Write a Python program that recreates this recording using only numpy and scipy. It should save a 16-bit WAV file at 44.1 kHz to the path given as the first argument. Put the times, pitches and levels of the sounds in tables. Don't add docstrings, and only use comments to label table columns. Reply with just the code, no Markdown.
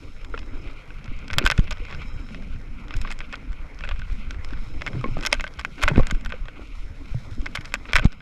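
import sys
import numpy as np
from scipy import signal
from scipy.io import wavfile

SR = 44100
rng = np.random.default_rng(int(sys.argv[2]) if len(sys.argv) > 2 else 0)


def wav_record(signal):
    frames = np.transpose(np.atleast_2d(signal))
    bounded = np.clip(frames, -1, 1)
    quanta = np.round(bounded * 32767).astype(np.int16)
    wavfile.write(sys.argv[1], SR, quanta)


def volts_from_decibels(level):
    exponent = np.asarray(level, float) / 20
    return 10 ** exponent


N = 362061

# time in seconds, buffeting level in dB.
GUSTS = [(0.0, -21), (0.17, -33), (0.4, -19.5), (0.67, -27.5), (0.84, -34.5), (1.2, -25), (2.6, -24),
         (3.02, -27.5), (3.25, -30.5), (3.52, -24.5), (3.72, -30), (4.02, -22.5), (5.19, -21),
         (5.65, -35.5), (6.0, -16.5), (6.25, -26.5), (7.95, -27.5), (8.21, -33.5)]
# time in seconds, extra rumble in dB.
GROUND = [(0.0, 0.5), (0.5, 5), (0.85, -1.5), (2.55, 5), (3.3, 0.5), (5.05, 3), (5.4, 1), (6.3, 3.5),
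          (6.8, -7), (7.3, 6.5), (7.75, -1.5), (8.21, -3.5)]
# frequency in Hz, width in Hz, level in dB.
RUMBLE_PEAKS = [(104, 63, -6), (194.6, 101, -7), (274, 62.5, -7)]
# time in seconds, tyre grit level in dB, drivetrain hiss level in dB.
ROLL = [(0.0, -55.5, -65), (0.41, -51.5, -66), (1.17, -51.5, -68.5), (1.48, -49.5, -66.5),
        (2.12, -49.5, -64.5), (2.47, -53.5, -66.5), (2.9, -52, -68.5), (3.06, -52.5, -65),
        (3.47, -51.5, -66.5), (4.39, -51, -68), (4.62, -53.5, -63.5), (5.28, -47, -63.5),
        (5.67, -55.5, -64), (5.99, -43, -60.5), (6.27, -52, -69.5), (6.85, -53.5, -64), (7.87, -52.5, -65),
        (8.21, -58.5, -76)]
# frequency in Hz, width in Hz, level in dB.
GRIT_PEAKS = [(470, 133, 1), (1084, 540, -1.5), (1440, 220, 3), (2036, 560, 1.5), (2302, 570, 4),
              (3270, 74, -9.5)]
# frequency in Hz, width in Hz, level in dB.
HISS_PEAKS = [(3770, 1460, -3.5), (5200, 290, -2), (6230, 700, -1), (7400, 270, -13.5), (8600, 710, -22),
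              (10300, 300, -26), (10280, 2700, -2.5)]
# start in seconds, length in seconds, level in dB.
PEDALLING = [
    (0.018, 0.78, -67.5),
    (1.72, 0.68, -61.5),
    (2.845, 0.31, -60),
    (4.35, 1.1, -66),
    (5.75, 0.8, -73),
    (6.75, 1.9, -68.5),
]
# frequency in Hz, width in Hz, level in dB.
CHAIN_PEAKS = [(5150, 380, 1), (7440, 260, -11), (3900, 140, 0), (3220, 82, -2), (6350, 1300, -12)]
# start in seconds, length in seconds, crisp level in dB, dull growl in dB.
SCRAPES = [(5.043, 0.06, -46, -35), (5.322, .045, -46, -60), (3.83, 0.14, -50, -56),
           (2.893, 0.12, -47, -54), (0.65, 0.076, -45.5, -49), (1.338, 0.16, -38, -36),
           (1.79, 0.02, -47, -39.5), (1.868, 0.1, -42, -60), (2.016, 0.02, -39.5, -57),
           (3.017, 0.11, -41, -46.5), (4.45, 0.23, -48.5, -71), (4.932, 0.093, -54, -34),
           (5.152, 0.11, -54, -37.5), (5.772, 0.14, -35, -65), (5.885, 0.036, -45, -33),
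           (5.943, 0.073, -39, -23.5), (7.876, 0.058, -39.5, -39.5), (8.008, 0.068, -34.5, -31.5)]
# frequency in Hz, width in Hz, level in dB.
GROWL_PEAKS = [(239, 65, 8), (475, 240, -13.5)]
# start in seconds, level in dB, time to fall 60 dB in seconds.
SIZZLES = [
    (2.965, -45, .025),
    (3.014, -45, .025),
    (5.827, -33, .03),
    (5.836, -29, .015),
    (7.554, -38, .03),
    (1.453, -39, .025),
    (7.932, -40, .015),
    (1.384, -31, .015),
]
# centre in seconds, pressure (+ in, - out), half length in ms.
SHOVES = [(0.342, -0.13, 21), (0.679, 0.079, 10), (1.115, 0.12, 24), (1.384, -0.016, 26),
          (1.644, 0.099, 22), (1.806, 0.11, 13), (1.82, -0.074, 23), (1.838, -0.05, 7.6), (3.039, 0.13, 20),
          (3.506, 0.15, 11.5), (3.53, -0.075, 25), (3.979, -0.077, 12), (4.01, 0.093, 17),
          (4.105, -0.12, 13), (4.143, -0.15, 26), (4.531, -0.13, 28), (4.6, -0.18, 14), (4.639, 0.056, 14),
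          (5.093, -0.16, 22), (5.963, -0.012, 11), (6.134, 0.11, 8.4), (6.418, -0.088, 21),
          (6.803, .09, 19), (1.356, -0.16, 37), (1.451, 0.31, 7.8), (1.468, -0.2, 11), (1.59, 0.42, 2.6),
          (1.602, -0.49, 11.4), (2.958, 0.13, 24), (2.977, -0.26, 15), (3.01, -0.14, 7.2), (3.922, 0.2, 11),
          (3.943, -0.18, 9.9), (4.123, 0.21, 7.7), (5.846, -0.3, 9.6), (5.865, 0.17, 6.1),
          (5.89, 0.091, 17), (5.98, 0.58, 4.3), (5.998, -0.51, 16), (6.021, 0.16, 39), (6.151, -0.33, 16),
          (6.269, -0.21, 16.5), (7.124, -0.18, 13), (7.402, -0.22, 11.5), (7.951, -0.31, 7.7),
          (7.971, 0.15, 15), (8.018, 0.17, 12), (8.055, 0.55, 3.3), (8.064, -0.39, 15)]
# start in seconds, level in dB, frequency in Hz, 60 dB decay in seconds.
WOBBLES = [(.656, -20.5, 71, 0.082), (1.077, -26.5, 117, 0.13), (1.32, -15.5, 72, 0.1),
           (2.55, -21, 98, .08), (2.69, -28, 90, 0.059), (2.952, -16, 95, 0.065), (3.989, -28, 126, 0.11),
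           (4.62, -31.5, 210, 0.07), (5.576, -21.5, 60, 0.14), (6.45, -28.5, 110, 0.064),
           (6.899, -22.5, 79, 0.1), (1.116, -26, 260, 0.035), (1.375, -11.5, 124, 0.059),
           (1.44, -22, 264, 0.027), (1.51, -22.5, 128, 0.078), (1.59, 2.5, 174, 0.02),
           (4.526, -24, 273, 0.039), (4.938, -19, 95, 0.14), (4.95, -24, 304, 0.043),
           (4.967, -9.5, 124, 0.05), (4.98, -29, 290, 0.033), (5.054, -40, 330, 0.04),
           (5.184, -29, 267, 0.035), (7.38, -26, 267, 0.045), (7.425, -25, 277, 0.035),
           (5.935, -22, 260, 0.035), (4.99, -17.5, 121, 0.12), (5.041, -17.5, 240, 0.035),
           (5.11, -20, 121, 0.12), (5.169, -14, 160, 0.03), (5.914, -10, 140, 0.077),
           (5.956, -15, 170, 0.066), (5.987, -5, 122, 0.059), (6.124, -8.5, 180, 0.019),
           (7.147, -13, 123, 0.11), (7.173, -29, 133, 0.076), (7.316, -23.5, 99, 0.13),
           (7.587, -11.5, 120, 0.023), (7.985, -18, 119, 0.085), (8.028, -37, 270, 0.055),
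           (8.053, 7.5, 169, 0.015)]
# start in seconds, level in dB,
# frequency in Hz, 60 dB decay in seconds.
KNOCKS = [(0.341, -21, 1376, 0.03), (0.341, -23, 457, 0.038), (1.384, -27, 606, 0.07),
          (5.0415, -21, 1077, 0.07), (5.041, -19, 476, 0.032), (5.0415, -25, 2230, 0.035),
          (1.4, -27, 450, 0.02), (5.914, -23, 920, 0.02), (5.912, -22, 400, 0.04), (1.819, -37, 480, 0.11),
          (6.485, -32, 480, 0.02), (6.595, -15, 360, 0.006), (3.05, -24, 1120, 0.026),
          (3.106, -37, 865, .04), (8.054, -18.5, 820, 0.013), (5.169, -13, 620, 0.009),
          (6.338, -27, 504, 0.044), (1.414, -17, 360, .025), (1.441, -17, 340, .018),
          (5.881, -21, 600, 0.05), (5.881, -19, 1540, 0.035), (5.958, -20, 400, 0.025),
          (5.996, -10, 520, 0.027), (5.996, -19, 1100, 0.03), (7.145, -21.5, 550, 0.008),
          (7.957, -27, 600, 0.09), (5.171, -25, 1250, .015),
          (5.012, -33, 1250, .04),
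    (5.911, -25, 600, .03),
    (5.935, -30, 900, .02),
    (5.973, -25, 700, .02),
    (5.991, -24, 750, .02),
    (6.004, -25, 800, .02),
]
# time in
# seconds, level in dB, brightness in dB.
SHELL_BLOWS = [(1.3388, -19.5, -1), (1.3841, -3.5, 4), (1.3891, -12, -7), (1.4526, -17.5, 4),
               (1.4637, -3.5, -1.5), (1.4718, -27, -14), (1.4747, -11.5, 0), (1.501, -6.5, -2.5),
               (1.5132, -12.5, 4), (1.5191, -14, -8), (1.5779, -26, 6), (1.5802, -18, -13), (1.7086, -25, 6.5),
               (1.7119, -17.5, -0.5), (2.3462, -23.5, -18), (3.1059, -19, -12), (3.8382, -19.5, -23),
               (3.8905, -17, -9), (3.9125, -20.5, -19), (4.8192, -18.5, -10), (4.8645, -16.5, -8.5),
               (4.8706, -22, -17), (4.8771, -19, -4.5), (5.0414, -24, -19), (5.2515, -13.5, -1),
               (5.2546, -27, -6), (5.26, -17, -8), (5.2632, -16.5, 11.5), (5.2696, -10.5, 4), (5.3281, -4, -1),
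               (5.342, -20, -5), (5.3976, -17.5, -21), (5.4085, -19.5, 1), (5.4412, -16, -8), (5.649, -15, -9),
               (5.8282, -10.5, -8.5), (5.8335, -20, 7), (5.8369, -2, -6.5), (5.8791, -5, -18), (5.8844, -9.5, -3),
               (5.89, -17.5, -19), (5.9591, -17, -21), (5.9971, -34, -14), (6.033, -24, -24), (6.0695, -18, 1),
               (6.1105, -18, 2.5), (6.3228, -14.5, -23), (7.4641, -18, -18), (7.5536, -14.5, -1),
               (7.5571, -21, 1), (7.5731, -19.5, -17), (7.7404, -8.5, 0.5), (7.7478, -21.5, -3),
               (7.9332, -6, -6.5), (7.9558, -5.5, -2), (7.9629, -4.5, -3), (7.9659, -9.5, -3), (7.9762, -18, -7),
               (7.9851, -13.5, -9), (7.9946, -15.5, -5),
               (1.4163, -35, -20), (2.968, -41, 14), (2.971, -48, 9), (3.0155, -41.5, 10),
               (3.0195, -46, 12), (5.5896, -23, -15), (5.8254, -17, -9), (7.855, -29, -18),
               (7.8899, -27, -16), (7.678, -36, -18), (7.5597, -30, 9)]
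# time in seconds, level in dB.
PAD_TAPS = [(0.3394, -34), (0.3468, -28.5), (0.3771, -22.5), (0.4297, -35), (0.6755, -40), (0.9051, -34),
            (1.0792, -34), (1.3022, -21), (1.3983, -28), (1.6738, -28.5), (1.6788, -27.5), (1.7202, -20.5),
            (1.7722, -28), (1.8844, -29), (1.9034, -28), (1.9259, -22.5), (1.9318, -31), (2.2886, -31),
            (2.9081, -22), (3.0466, -33), (3.0498, -29), (3.0746, -22.5), (3.1168, -27), (3.2052, -24),
            (3.2138, -28), (3.3319, -24.5), (3.3346, -35), (3.3373, -23), (3.3409, -24), (3.8504, -25),
            (3.8756, -30), (3.9178, -30), (4.0183, -26.5), (4.3452, -31.5), (4.8108, -29), (4.9318, -26.5),
            (5.1699, -31), (5.4668, -25), (5.4727, -33), (5.6522, -37), (5.7817, -30.5), (5.898, -23),
            (5.9113, -28), (5.9921, -25), (6.1005, -24.5), (6.3061, -30), (6.3416, -37), (6.4839, -24.5),
            (7.5824, -32), (7.7221, -26), (7.7548, -24), (7.9097, -29), (8.0289, -31), (8.0546, -38),
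            (8.2047, -36)]
# time in seconds, level in dB.
FACE_TAPS = [(0.3503, -41), (1.0573, -41), (1.0597, -39), (1.3107, -26), (1.3322, -20), (1.4412, -28),
             (1.4591, -20), (1.4837, -29), (1.5944, -24), (1.7242, -25.5), (1.7277, -26), (1.8944, -43),
             (1.9168, -45), (1.948, -32.5), (2.0185, -32.5), (2.8827, -34.5), (2.9399, -28),
             (2.9873, -35.5), (3.3268, -26), (3.5302, -34.5), (3.6667, -45), (3.8454, -32), (3.8964, -46),
             (3.9957, -33.5), (4.1529, -47), (4.1723, -55), (4.4886, -36), (4.8854, -35), (5.2046, -42),
             (5.2269, -25), (5.2312, -34), (5.2344, -21), (5.3247, -23), (5.3497, -29), (5.4161, -40),
             (5.5941, -21), (5.6023, -32), (5.6122, -27), (5.8178, -23), (5.8224, -28), (5.9727, -29),
             (6.008, -33), (6.1076, -30), (6.1484, -34), (6.2607, -21.5), (6.2756, -49), (6.2941, -36),
             (6.3011, -32), (7.4596, -21.5), (7.4695, -33), (7.5892, -46), (7.6479, -31), (7.653, -32),
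             (7.9233, -35), (8.1279, -32.5)]
# time in seconds, level in dB.
EDGE_TICKS = [(0.2473, -34), (0.3909, -35), (1.0432, -43), (1.1247, -46), (1.1663, -46), (1.1897, -39),
              (1.2809, -33.5), (1.6419, -42), (1.8998, -42), (1.9117, -34), (2.9654, -35), (3.0151, -31),
              (3.1031, -33), (3.1144, -28), (3.1238, -28), (3.1322, -41), (3.1901, -31), (3.3556, -34.5),
              (3.5209, -45), (3.746, -45), (3.7897, -39), (3.9927, -42), (4.3082, -27.5), (4.4469, -32.5),
              (4.6446, -47), (4.8306, -49), (5.0118, -38), (5.1814, -41), (5.2097, -31.5), (5.2421, -31),
              (5.3159, -36), (5.3389, -27), (5.4245, -49), (5.4546, -45), (5.4771, -32.5), (5.5384, -41),
              (5.5735, -47), (5.5989, -32), (5.6061, -41), (5.8134, -36), (6.2105, -37.5), (6.2491, -28.5),
              (6.6733, -44), (7.3294, -44), (7.4155, -38.5), (7.5507, -30), (7.5633, -35), (7.609, -38),
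              (7.6116, -34), (7.6176, -44), (7.6559, -30.5), (7.9502, -33), (8.0451, -29.5), (8.0576, -26),
              (8.1215, -38)]
# time in seconds, level in dB.
FLICKS = [(0.165, -48), (0.181, -49), (0.4174, -41), (1.2585, -49), (1.7823, -38), (1.8517, -32),
          (1.9904, -45), (2.1151, -44), (2.3017, -45), (2.3074, -38), (2.38, -48), (2.4239, -34),
          (2.5644, -56), (3.038, -39), (3.8082, -28), (3.9604, -35), (4.1006, -36), (4.5072, -34),
          (4.5301, -39), (4.5344, -29), (4.9781, -36), (5.1891, -29), (5.3654, -43), (5.5593, -43),
          (5.7892, -33), (5.8574, -46), (5.9409, -33), (5.9514, -33), (6.4557, -32), (7.0564, -40),
          (7.5378, -51)]
# frequency in Hz, level in dB, 60 dB decay in seconds.
SHELL_LOW = [(608, -5.5, 0.023), (1206, -7, 0.017), (1529, 1.5, 0.02), (1803, -4.5, 0.01),
             (2137, 5.5, 0.0074), (2540, 3, 0.01), (3210, -1, 0.0062)]
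SHELL_HIGH = [(3170, 4, 0.0034), (5300, 2.5, 0.0028), (6580, -6, 0.005), (7580, -3, 0.0029)]
SHELL_TOP = [(8800, -24, 0.0018), (8920, -2, 0.00098), (11740, -10.5, 0.0032), (11400, -21, 0.0078),
             (13000, -37, .003)]


def in_time(rows):
    s, *columns = np.transpose(rows)
    return [np.interp(np.arange(N) / SR, s, column) for column in columns]


def rms_one(x):
    return x / np.sqrt(np.mean(x ** 2) + 1e-20)


def dulled(x, hz):
    return signal.sosfilt(signal.butter(3, hz, fs=SR, output="sos"), x)


def banded(x, order, low_hz, high_hz):
    return signal.sosfilt(signal.butter(order, [low_hz, high_hz], "band", fs=SR, output="sos"), x)


def drift(rate):
    r = np.exp(-80 * np.pi * rate / SR)
    noise = rng.standard_normal(N // 40 + 2002)
    slow = signal.lfilter([1], [1, -2 * r, r * r], noise)[2000:]
    return np.interp(np.arange(N) / 40, np.arange(len(slow)), rms_one(slow))


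def grains(per_s, spread_db):
    sizes = volts_from_decibels(spread_db * np.minimum(rng.exponential(1, N), 5)) * rng.choice([-1, 1], N)
    return rms_one(sizes * (rng.random(N) < per_s / SR))


def resonant(force, peaks, patchy_db, rate):
    out = 0
    for k, (hz, width_hz, db) in enumerate(peaks):
        r = np.exp(-np.pi * width_hz / SR)
        band = signal.lfilter([1, 0, -1], [1, -2 * r * np.cos(2 * np.pi * hz / SR), r * r], force)
        flicker = volts_from_decibels(db + patchy_db * drift(rate))
        out = out + (-1) ** k * (1 - r * r) * flicker * band
    return rms_one(out)


def ring(force, hz, t60):
    r, w = volts_from_decibels(-60 / (t60 * SR)), 2 * np.pi * hz / SR
    return signal.lfilter([0, np.sin(w)], [1, -2 * r * np.cos(w), r * r], force + 1e-18)


def wind(level_db):
    eddies = banded(rng.standard_normal(N), 1, low_hz=14.1, high_hz=22.3)
    return volts_from_decibels(level_db - 6.5) * rms_one(dulled(eddies, hz=89.5))


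def rumble(air_db, grit_db, lumps_db):
    wind_share, load_share = 0.089, 0.1
    level_db = -47 + in_time(GROUND)[0]
    level_db = level_db + wind_share * (air_db - air_db.mean()) + load_share * (grit_db - grit_db.mean())
    shaking = resonant(rng.standard_normal(N), RUMBLE_PEAKS, patchy_db=4.0, rate=5.3)
    return volts_from_decibels(level_db + 0.23 * lumps_db - 0.5) * dulled(shaking, hz=650)


def tyre_grit(level_db):
    stones = grains(per_s=1500, spread_db=0.5) + 0.84 * rng.standard_normal(N)
    heard = resonant(stones, GRIT_PEAKS, patchy_db=2.0, rate=9.0)
    return dulled(volts_from_decibels(level_db + 1.5) * heard, hz=4040)


def drivetrain(hiss_db, shake_db):
    links = grains(per_s=300, spread_db=2.5) + 1.5 * rng.standard_normal(N)
    low = 0.8 * volts_from_decibels(hiss_db + shake_db + 4.5) * resonant(links, HISS_PEAKS[:1], patchy_db=1.7, rate=5.0)
    middle = volts_from_decibels(hiss_db - 7.5) * resonant(links, HISS_PEAKS[1:2], patchy_db=4.0, rate=16.0)
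    top = volts_from_decibels(0.5 * hiss_db - 45.5) * resonant(links, HISS_PEAKS[2:], patchy_db=1.5, rate=2.8)
    return low + middle + top + chain_song(links)


def chain_song(links):
    load = np.zeros(N)
    for s, length, db in PEDALLING:
        at = round(s * SR)
        spell = volts_from_decibels(db) * np.sqrt(np.hanning(round(length * SR)))[:N - at]
        load[at:at + len(spell)] += spell
    song = 0
    for hz, width_hz, db in CHAIN_PEAKS:
        band = rms_one(banded(links, 2, hz - width_hz / 2, hz + width_hz / 2))
        song = song + volts_from_decibels(db + 2.3 * drift(27.0)) * band
    return load * rms_one(song)


def scrapes():
    crisp, dull = np.zeros((2, N))
    for s, length, db, growl_db in SCRAPES:
        stroke = np.sqrt(np.hanning(round(length * SR)))
        crisp[round(s * SR):][:len(stroke)] += volts_from_decibels(db) * stroke
        dull[round(s * SR):][:len(stroke)] += volts_from_decibels(growl_db) * stroke
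    shell_peaks = [*GRIT_PEAKS, *HISS_PEAKS[:1]]
    shell = resonant(grains(per_s=1800, spread_db=4.0), shell_peaks, patchy_db=2.5, rate=30.0)
    harness = resonant(grains(per_s=500, spread_db=6.0), GROWL_PEAKS, patchy_db=1.5, rate=5.4)
    return crisp * dulled(shell, hz=3100) + dull * dulled(harness, hz=1490)


def sizzles():
    fading = np.zeros(N)
    for s, db, t60 in SIZZLES:
        t = np.arange(round(t60 * SR)) / SR
        fading[round(s * SR):][:len(t)] += volts_from_decibels(db - 60 * t / t60)
    fine = banded(grains(per_s=6000, spread_db=3.0), 1, low_hz=6500, high_hz=15000)
    return fading * rms_one(fine)


def shoves():
    out = np.zeros(N)
    for s, pressure, ms in SHOVES:
        swell = pressure * np.hanning(round(2 * ms * SR / 1000))
        at = round(s * SR) - len(swell) // 2
        out[at:at + len(swell)] += swell
    return out


def struck(rows, contact_cycles):
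    out = np.zeros(N)
    for s, db, hz, t60 in rows:
        at = round(s * SR)
        t = np.arange(min(round(t60 * SR), N - at)) / SR
        swing = volts_from_decibels(db - 60 * t / t60) * np.sin(2 * np.pi * hz * t)
        out[at:at + len(t)] += swing * (1 - np.exp(-t * hz / contact_cycles))
    return out


def contacts():
    rows = SHELL_BLOWS
    for taps, bright_db in ((PAD_TAPS, -16.5), (FACE_TAPS, -1.5), (EDGE_TICKS, 5.5), (FLICKS, -7.5)):
        rows += [(s, db, bright_db) for s, db in taps]
    place, size, colour = rng.random((3, 40))
    stray_db = -46 + 3.0 * (2 * size - 1)
    stray_bright_db = -3 + 10.0 * (colour - 1)
    rows += zip(place * (N - 1) / SR, stray_db, stray_bright_db)
    return np.transpose(rows)


def camera_clicks():
    scatter_db, chatter, chatter_ms = 4.0, 0.1, 3.55
    lead_share, lead_ms = 0.12, 0.74
    hardness = 0.5
    s, db, brightness_db = contacts()
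    at = np.round(s * SR).astype(int)
    mode_count = len(SHELL_LOW) + len(SHELL_HIGH) + len(SHELL_TOP)
    chance = rng.standard_normal((len(at), mode_count)).T.clip(-1.5, 1.5)
    rebounds = 3 * (rng.random(N) < 0.1)

    def strike(modes, hit_db, luck, ms, sign):
        out = 0
        fade, lead_fade = np.exp(-1000 / (ms * SR)), np.exp(-1000 / (lead_ms * SR))
        for k, (hz, mode_db, t60) in enumerate(modes):
            taps = np.zeros(N)
            reach_db = hardness * max(np.log2(hz / 7000), 0) * (hit_db + 18.5)
            taps[at] = volts_from_decibels(hit_db + mode_db + reach_db + scatter_db * luck[k])
            after = signal.lfilter([1], [1, -fade], taps + 1e-18)
            lead_in = signal.lfilter([lead_share], [1, -lead_fade], taps[::-1] + 1e-18)[::-1]
            rattle = chatter * (after + lead_in) * rebounds * rng.choice([-1, 1], N)
            out = out - sign ** k * ring(taps + rattle, hz, t60)
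        return out

    body = dulled(strike(SHELL_LOW, db - 9.5, chance, chatter_ms, sign=0.94), hz=4000)
    crisp_db, brief_ms = db + brightness_db - 8.0, 0.5 * chatter_ms
    face = dulled(strike(SHELL_HIGH, crisp_db, chance[len(SHELL_LOW):], brief_ms, sign=-0.95), hz=8600)
    edge = strike(SHELL_TOP, crisp_db, chance[-len(SHELL_TOP):], brief_ms, sign=-0.89)
    return signal.sosfilt(signal.butter(2, 750, "high", fs=SR, output="sos"), body + face + edge)


def scene():
    air_db, = in_time(GUSTS)
    grit_db, hiss_db = in_time(ROLL)
    lumps_db = 3.2 * drift(12.0)
    shake_db = 1.2 * drift(25.0)
    ride = wind(air_db + lumps_db) + rumble(air_db, grit_db, lumps_db)
    ride = ride + tyre_grit(grit_db + shake_db) + drivetrain(hiss_db, shake_db)
    rubs = scrapes() + sizzles()
    mount = shoves() + struck(WOBBLES, contact_cycles=0.38)
    knocks = struck(KNOCKS, contact_cycles=0.32)
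    return (ride + rubs + mount + knocks + camera_clicks())[None]


def band_limit(x):
    return signal.sosfilt(signal.butter(12, 16120, fs=SR, output="sos"), x)


def record(dry):
    muffled = signal.sosfilt(signal.butter(2, 10000, fs=SR, output="sos"), dry)
    mic_hiss = volts_from_decibels(-80.5) * signal.lfilter([1], [1, -0.6], rng.standard_normal(dry.shape))
    coupled = signal.sosfilt(signal.butter(1, 3.0, "high", fs=SR, output="sos"), muffled + mic_hiss)
    topped = signal.sosfilt(signal.butter(4, 13800, fs=SR, output="sos"), np.clip(coupled, -1, 1))
    return band_limit(topped)


dry = scene()
out = record(dry)
wav_record(out)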